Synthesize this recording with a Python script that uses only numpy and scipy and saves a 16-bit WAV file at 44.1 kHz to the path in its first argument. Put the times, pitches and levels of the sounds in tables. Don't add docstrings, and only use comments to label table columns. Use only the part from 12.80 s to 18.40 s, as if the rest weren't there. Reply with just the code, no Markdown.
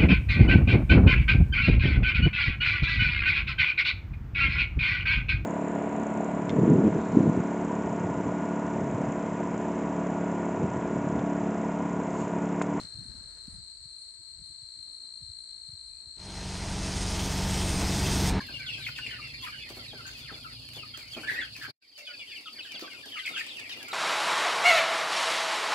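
import sys
import numpy as np
from scipy import signal
from scipy.fft import rfft, irfft, next_fast_len
from scipy.io import wavfile
from scipy.ndimage import uniform_filter1d, map_coordinates

SR = 44100
rng = np.random.default_rng(int(sys.argv[2]) if len(sys.argv) > 2 else 0)


def to_wav(s):
    ch = np.atleast_2d(s).T
    pcm = np.round(np.clip(ch, -1, 1) * 32767)
    wavfile.write(sys.argv[1], SR, pcm.astype(np.int16))


N = 246959
TIME = np.arange(N) / SR


def amp(db):
    return 10 ** (np.asarray(db) / 20)


def unit(x):
    return x / np.sqrt(np.mean(x ** 2) + 1e-20)


def curve(rows):
    return np.interp(TIME, *np.transpose(rows))


def bell(middle_s, half_s):
    return np.exp(-((TIME - middle_s) / half_s) ** 2)


def fade(start_s, length_s):
    return np.clip((TIME - start_s) / length_s, 0, 1)


def wobble(rate_hz):
    return map_coordinates(rng.standard_normal(int(N * rate_hz / SR) + 4), [TIME * rate_hz])


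def sine(hz):
    return np.sin(2 * np.pi * np.cumsum(hz) / SR)


def stereo_noise():
    return rng.standard_normal((2, N))


def filtered(x, response):
    size = next_fast_len(N + SR // 4)
    return irfft(rfft(x, size) * response(np.fft.rfftfreq(size, 1 / SR)), size)[..., :N]


def coloured(x, spectrum):
    freq_hz, gain_db = np.transpose(spectrum)
    return unit(filtered(x, lambda hz: amp(np.interp(np.log(hz + 1), np.log(freq_hz), gain_db))))


def panned(x, balance_db):
    return x * amp(np.array([[balance_db], [-balance_db]]) / 2)


def scattered(x, wet_db, t60_s, lead_s=0):
    age_s = np.arange(SR // 8) / SR
    paths = rng.standard_normal((2, len(age_s))) * amp(-60 * age_s / t60_s)
    echoes = np.array([unit(ear) for ear in signal.fftconvolve(x[None], paths, axes=1)[:, :N]])
    direct = unit(np.array([x, np.interp(TIME - lead_s, TIME, x)]))
    return (direct + amp(wet_db) * echoes) / np.hypot(1, amp(wet_db))


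# middle_s, level_db, half_length_s
DISTANT_SWELLS = [(2.1, -68, 0.04), (2.245, -68.5, 0.055), (2.764, -73.5, 0.062), (3.253, -71.5, 0.086)]
# freq_hz, gain_db
DISTANT_SWELL_SPECTRUM = [(120, -15), (200, 6.5), (500, -3), (650, -2), (1200, -5.5), (2000, -19),
                          (4000, -34.5)]

def distant_swells():
    gain = sum(amp(db) * bell(middle_s, half_s) for middle_s, db, half_s in DISTANT_SWELLS)
    return gain * coloured(stereo_noise(), DISTANT_SWELL_SPECTRUM)


def far_bird(pitch_hz=2460):
    whistle = sine(pitch_hz * (1 + .025 * wobble(60)))
    return scattered(whistle, wet_db=4, t60_s=.1) * amp(-76) * bell(middle_s=3.17, half_s=.081)


# freq_hz, gain_db
GRASS_SPECTRUM = [(100, -7.5), (300, 0), (700, -3.5), (1200, -3), (1700, -0.5), (2700, -7.5), (3500, -4.5),
                  (5300, -3), (6300, -7.5), (8500, 1), (10000, -34), (15000, -20)]
RUSTLE_SPECTRUM = [(200, -2.5), (500, -2), (750, -5.5), (1150, -4.5), (1650, 0), (2100, -9.5), (2700, -14),
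                   (5300, -8.5), (8500, -17), (10000, -36), (15000, -30.5)]
# time_s, level_db
RUSTLE_LEVEL = [(.09, -63), (.19, -63.5), (.28, -62.5), (.5, -63), (.77, -65.5), (.93, -86), (1.2, -94)]

def grass(floor_db=-67, swish_db=-52):
    close = (amp(floor_db) + amp(swish_db) * bell(0, .055)) * coloured(stereo_noise(), GRASS_SPECTRUM)
    rustle = amp(curve(RUSTLE_LEVEL) + 1.2 * wobble(40)) * coloured(stereo_noise(), RUSTLE_SPECTRUM)
    return close + rustle


def stalk(start_s=.672, t60_s=.025):
    age_s = TIME - start_s
    tick = coloured(stereo_noise(), [(500, -20), (5000, -1), (11000, -15), (15000, -14)])
    return (age_s > 0) * amp(-54.5 - 60 * np.abs(age_s) / t60_s) * tick


# time_s, gain_db
WIND_STRENGTH = [(0, -7), (.25, 3), (.55, -2.5), (.78, -1), (.95, -6), (1.25, -13), (1.6, -7), (2.15, -12),
                 (2.6, -8.5)]
# middle_s, level_db, half_length_s
PUFFS = [(0.041, -53, 0.04), (0.17, -53, 0.03), (0.22, -52, 0.028), (0.295, -52, .025), (0.37, -54, 0.04),
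         (.46, -58, .025), (0.742, -55, 0.02), (0.795, -59, 0.02), (1.405, -62, .015), (1.59, -61, 0.025),
         (1.708, -59, 0.015), (1.993, -61, 0.031)]
# freq_hz, gain_db
BUFFET_SPECTRUM = [(13, -36), (22, -23), (46, 5), (70, 5.5), (141, -10), (293, -21), (450, -27.5),
                   (500, -50), (650, -54.5), (1100, -120)]
PUFF_SPECTRUM = [(20, -19.5), (50, 1.5), (110, 9), (210, -1), (320, -6.5), (550, -31), (2000, -79)]

def wind(buffet_db=-57.5):
    def eddies(spectrum):
        return coloured(stereo_noise() + .54 * rng.standard_normal(N), spectrum)

    puff_gain = sum(amp(db) * bell(middle_s, half_s) for middle_s, db, half_s in PUFFS)
    buffet_gain = amp(buffet_db + curve(WIND_STRENGTH) + 2.5 * wobble(8.75))
    ports = buffet_gain * eddies(BUFFET_SPECTRUM) + puff_gain * eddies(PUFF_SPECTRUM)
    return panned(ports, balance_db=4)


# middle_s, peak_db, half_length_s, pitch_hz
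THUMPS = [(.018, -46, .004, 220), (.05, -47, .007, 150), (.158, -47, .012, 90), (.193, -40, .008, 125),
          (.218, -44.5, .007, 180), (.258, -48, .005, 230), (.292, -45, .014, 85), (.355, -47, .006, 210),
          (.412, -52, .004, 190), (.683, -38, .0033, 195), (.745, -48, .004, 170), (.79, -48, .008, 115),
          (1.061, -51, .007, 125), (1.622, -50.5, .006, 135), (1.836, -53, .012, 100),
          (2.433, -48.5, .015, 110), (2.503, -47, .012, 85), (2.896, -47, .008, 120),
          (2.942, -45, .011, 95), (3.279, -50, .012, 80)]

def hand_thumps(sag_s=.035, scuff_db=-14):
    swings, contact = np.zeros((2, N))
    for middle_s, db, half_s, hz in THUMPS:
        age_s = np.clip(TIME - middle_s, -.05, .1)
        cycles = hz * sag_s * (1 - np.exp(-age_s / sag_s))
        envelope = amp(db) * bell(middle_s, half_s)
        swings += envelope * np.sin(2 * np.pi * (cycles + rng.random()))
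        contact += envelope
    scuff = amp(scuff_db) * contact * coloured(stereo_noise(), PUFF_SPECTRUM)
    return panned(swings + scuff, balance_db=3)


def stridulate(pitch_hz, rate_hz, fall, duty, rough_db, drift):
    strokes = np.cumsum(rate_hz * (1 + .0043 * wobble(12))) / SR + rng.random()
    progress = np.minimum(strokes % 1 / duty, 1)
    swell = np.abs(np.sin(np.pi * progress)) * amp(rough_db * wobble(170))
    return swell * sine(pitch_hz * (1 + fall * (.5 - progress) + drift * wobble(110)))


# first_chirp_s, period_s, pitch_hz, level_db
CHIRPERS = [(.27, .47, 9050, -66), (.345, .845, 9260, -71), (.65, .845, 9350, -72)]

def small_crickets(half_chirp_s=.038):
    out = np.zeros((2, N))
    for first_s, period_s, hz, db in CHIRPERS:
        song = stridulate(hz, rate_hz=200, fall=.04, duty=.8, rough_db=2, drift=.005)
        offset_s = (TIME - first_s + period_s / 2) % period_s - period_s / 2
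        gate = np.exp(-(offset_s / half_chirp_s) ** 4)
        out += scattered(song, wet_db=0, t60_s=.077) * amp(db) * gate
    return panned(out, balance_db=-6.5)


# freq_hz, gain_db
SHIMMER_SPECTRUM = [(3450, -49), (3750, -23.5), (3950, -7.5), (4140, -3.5), (4380, -6.5), (4600, -15),
                    (4800, -28), (5100, -43.5), (6400, -43), (7100, -26.5), (7550, -23), (8100, -19),
                    (8600, -25.5), (9050, -33.5), (9600, -56), (10500, -79.5)]
# time_s, level_db
SHIMMER_LEVEL = [(0, -57), (.6, -54), (1.0, -53), (1.28, -54.5), (1.36, -58), (1.8, -56), (2.3, -59),
                 (3.3, -58.5)]
# pitch_hz, stroke_rate_hz, pitch_fall_ratio, level_db, balance_db
CHORUS = [(4126, 52, 0.022, -55.5, 7), (4356, 73, 0.05, -55, 12.5), (7204, 59, 0.083, -73.5, 15.5),
          (7810, 51.5, 0.03, -62.5, 11.5), (8080, 27, 0.072, -68.5, 16.5), (8270, 58, 0.018, -63, -8),
          (8600, 33, 0.037, -67.5, -8)]

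def cricket_chorus():
    out = panned(coloured(stereo_noise(), SHIMMER_SPECTRUM), balance_db=2) * amp(curve(SHIMMER_LEVEL))
    for hz, rate_hz, fall, db, balance_db in CHORUS:
        song = stridulate(hz, rate_hz, fall, duty=.87, rough_db=1, drift=.0065)
        blurred = scattered(song, wet_db=6.5, t60_s=.092)
        out += panned(blurred, balance_db) * amp(db + .5 * wobble(4.7))
    return out


# time_s, gain_db
TRILL_GAIN = [(0, -49), (.18, -48.5), (.35, -53), (.7, -54), (.95, -55), (1.15, -54), (1.29, -51.5),
              (1.36, -57.5), (1.68, -54.5), (2.1, -48.8), (2.7, -49.5), (3.1, -51.5), (3.5, -50.5)]
# time_s, stroke_rate_hz
TRILL_PACE = [(0, 56.85), (.9, 56.55), (1.35, 56.5), (1.85, 57.05), (2.25, 57.5), (2.6, 56.5), (2.9, 56.85),
              (3.3, 56.6)]
# middle_s, half_length_s, pitch_hz, gain_db
STROKE_LOBES = [(-.002, .0031, 4245, -1), (.0022, .0021, 4135, 0)]
# freq_hz, gain_db
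WING_SPECTRUM = [(3500, -32), (3800, -5.5), (4050, -1), (4170, -5), (4290, -5.5), (4400, -3), (4600, 1),
                 (4850, -8.5), (5300, -25.5)]

def near_cricket(slip_cycles=.075):
    gain_db, rate_hz = curve(TRILL_GAIN), curve(TRILL_PACE)
    strokes = np.cumsum(rate_hz) / SR + .5
    index = strokes.astype(int)
    age_s = (strokes % 1 - .5) / rate_hz
    song = np.zeros(N)
    for middle_s, half_s, hz, db in STROKE_LOBES:
        jitter_db, slip = rng.standard_normal((index[-1] + 1, 2))[index].T
        swell = amp(db + jitter_db) * np.exp(-((age_s - middle_s) / half_s) ** 2)
        song += swell * np.sin(2 * np.pi * (hz * age_s + slip_cycles * slip + .05 * wobble(400)))
    heard = scattered(coloured(song, WING_SPECTRUM), wet_db=-59 - gain_db, t60_s=.07, lead_s=.00072)
    return panned(heard, balance_db=4) * amp(gain_db + 2.5)


def resonance(hz, width_hz, wander=.012):
    in_phase, quadrature = unit(filtered(stereo_noise(), lambda f: (1 + 1j * f / width_hz) ** -2))
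    phase = 2 * np.pi * np.cumsum(hz * (1 + wander * wobble(7))) / SR
    return in_phase * np.cos(phase) + quadrature * np.sin(phase)


# freq_hz, gain_db
JET_SPECTRUM = [(1000, -49), (2000, -2), (3200, -6.5), (4100, -1), (5200, 1), (6400, 1.5), (7400, -4),
                (8500, -7.5), (9500, -6.5), (10500, -14), (12000, -24.5), (15700, -48.5)]
SIZZLE_SPECTRUM = [(8000, -38), (10000, -9.5), (11300, -1), (12700, 4.5), (13800, -4.5), (14600, -6),
                   (15700, -8)]
# time_s, level_db
HISS_LEVEL = [(3.4, -36.5), (4.05, -34.5), (4.2, -33.5), (4.65, -35), (4.8, -35), (5.0, -36), (5.17, -34.5),
              (5.26, -34.5), (5.43, -34)]
SIZZLE_LEVEL = [(3.4, -81), (4.25, -65), (4.42, -51.5), (4.95, -54), (5.45, -48)]
# pitch_hz, width_hz, gain_db, peak_time_s
PORT_MODES = [(2580, 116, -2, 5.05), (3177, 290, 2, 4.6), (3590, 280, 0, 5.4), (4870, 190, 1.5, 5.04),
              (5280, 69, 0, 5.6), (6370, 390, -7, 5.45), (8430, 600, 3.5, 4.91)]

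def air_dryer(shut_s=5.495, jet_t60_s=.1, bleed_t60_s=.47, chatter_hz=128):
    closed_s = np.maximum(TIME - shut_s, 0)
    valve_db = -60 * closed_s / jet_t60_s
    bleed_db = -10 - 60 * closed_s / bleed_t60_s
    jet = coloured(rng.standard_normal(N), JET_SPECTRUM)
    ring = unit(sum(resonance(hz, width_hz) * amp(db + 4 * bell(peak_s, .34) + 1.7 * wobble(14))
                    for hz, width_hz, db, peak_s in PORT_MODES))
    chatter = sine(chatter_hz * (1 + .035 * wobble(8)))
    sizzle = coloured(rng.standard_normal(N) + .3 * stereo_noise(), SIZZLE_SPECTRUM)
    sizzle_db = curve(SIZZLE_LEVEL) + valve_db + 3 * chatter
    hiss_db = curve(HISS_LEVEL) + np.maximum(valve_db, bleed_db) + 1.2 * chatter + .87 * wobble(60)
    return amp(sizzle_db) * sizzle + amp(hiss_db) * unit(jet + amp(-3.5) * ring)


# pitch_hz, final_gain_db, slope_db_per_s
GEAR_TONES = [(270, -44, 1), (282.5, -52, 0), (306, -53, 1), (332, -52, 0), (374, -50, -1), (424, -47, 0),
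              (447, -54, 0), (470.5, -51, 1), (517, -60, 0), (625, -52.5, -2), (663, -53.5, -3),
              (683, -57, -1), (706.5, -51, 1), (753, -58, -1), (845, -46.5, 5), (894, -54, 1),
              (917, -47, 2.5), (941, -60, -5), (976, -57, -1), (988, -55, -1), (1212, -55, 1)]

def gear_whine(engine_time_s, level_db=-37.4):
    tones = np.zeros(N)
    for hz, db, slope in GEAR_TONES:
        gain = amp(db + slope * (TIME - TIME[-1]) + 1.2 * wobble(6))
        tones += gain * np.sin(2 * np.pi * (hz * engine_time_s + .03 * wobble(12)))
    return amp(level_db) * unit(tones)


# freq_hz, gain_db
CLATTER_SPECTRUM = [(100, -12), (220, -6), (340, -2.5), (440, -9), (560, -6.5), (670, -5), (800, -5),
                    (950, -10), (1100, -9), (2100, -11), (3600, -17.5), (4130, -11), (4700, -19),
                    (5500, -26), (9000, -37), (12000, -57.5)]
KNOCK_SPECTRUM = [(10, -40), (60, -10), (150, -0.5), (240, -2), (380, -1), (560, -13.5), (680, -6.5),
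                  (930, -5), (1100, -15), (1400, -11.5), (2200, -15.5), (3500, -45)]
# middle_s, boost_db
SURGES = [(5.032, 3.5), (5.31, 0.5), (5.46, 1)]

def engine_block(turns, blows, clatter_db=-37, knock_db=-39.5):
    clatter = coloured((2.2 + blows) * rng.standard_normal(N), CLATTER_SPECTRUM)
    surge_db = sum(db * bell(middle_s, half_s=.023) for middle_s, db in SURGES)
    pattern = rng.standard_normal(3000)
    position = (turns / 2 % 1) * (len(pattern) - 1)
    knocks = coloured(map_coordinates(pattern, [position]), KNOCK_SPECTRUM)
    return amp(clatter_db + surge_db) * clatter + amp(knock_db) * knocks


# crank_order, gain_db
EXHAUST_ORDERS = [(1, -17), (2, -.7), (3, .3), (4, 2), (6, -2.3), (7, -14), (8, 1.2), (9, -17)]
# freq_hz, gain_db
RUMBLE_SPECTRUM = [(11, -39), (18, 2), (59, 4), (135, -1.5), (183, -1.5), (208, 0.5), (237, -32),
                   (300, -12), (390, -33), (660, -120)]
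GROWL_SPECTRUM = [(110, -30), (165, 2.5), (220, -1), (260, -1), (350, 1), (460, -7.5), (560, -21),
                  (800, -55)]
# time_s, level_db
GROWL_LEVEL = [(3.4, -54.5), (4.0, -44.5), (4.35, -45.5), (4.7, -43.5), (5.03, -36), (5.17, -44),
               (5.33, -34), (5.6, -41.5)]

def exhaust(turns, blows, final_db=-27.6, rise_db_per_s=1.24):
    note = sum(amp(db + .8 * wobble(5)) * np.sin(2 * np.pi * (order * turns + rng.random()))
               for order, db in EXHAUST_ORDERS)
    rumble = coloured(rng.standard_normal(N), RUMBLE_SPECTRUM)
    growl = coloured((.62 + blows) * rng.standard_normal(N), GROWL_SPECTRUM)
    level_db = final_db + rise_db_per_s * (TIME - TIME[-1])
    return amp(level_db) * (unit(note) + amp(-5) * rumble) + amp(curve(GROWL_LEVEL)) * growl


FIRING_STRENGTHS = [0.8, 0.8, 0.28, 0.33, 0.94, 0.55]

def diesel(crank_hz=23.54, speed_waver=.0006):
    turns = np.cumsum(crank_hz * (1 + speed_waver * wobble(8))) / SR
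    firings = 3 * turns
    cylinder = firings.astype(int) % len(FIRING_STRENGTHS)
    blows = np.take(FIRING_STRENGTHS, cylinder) * np.exp(-(firings % 1) / .35)
    return exhaust(turns, blows) + engine_block(turns, blows) + gear_whine(turns / crank_hz)


def scene():
    crickets = near_cricket() + cricket_chorus() + small_crickets()
    meadow = crickets + far_bird() + wind() + grass() + distant_swells() + hand_thumps() + stalk()
    truck = diesel() + air_dryer()
    fade_out = np.cos(np.pi / 2 * fade(start_s=3.26, length_s=.8))
    fade_in = uniform_filter1d(fade(start_s=3.376, length_s=2.29) ** .52, size=int(.06 * SR))
    return fade_out * meadow + fade_in * truck


def record(dry):
    fade_s, cutoff_hz = .004, 15720
    ending = np.clip((TIME[-1] - TIME) / fade_s, 0, 1)
    return filtered(dry * ending, lambda hz: hz < cutoff_hz)


dry = scene()
out = record(dry)
to_wav(out)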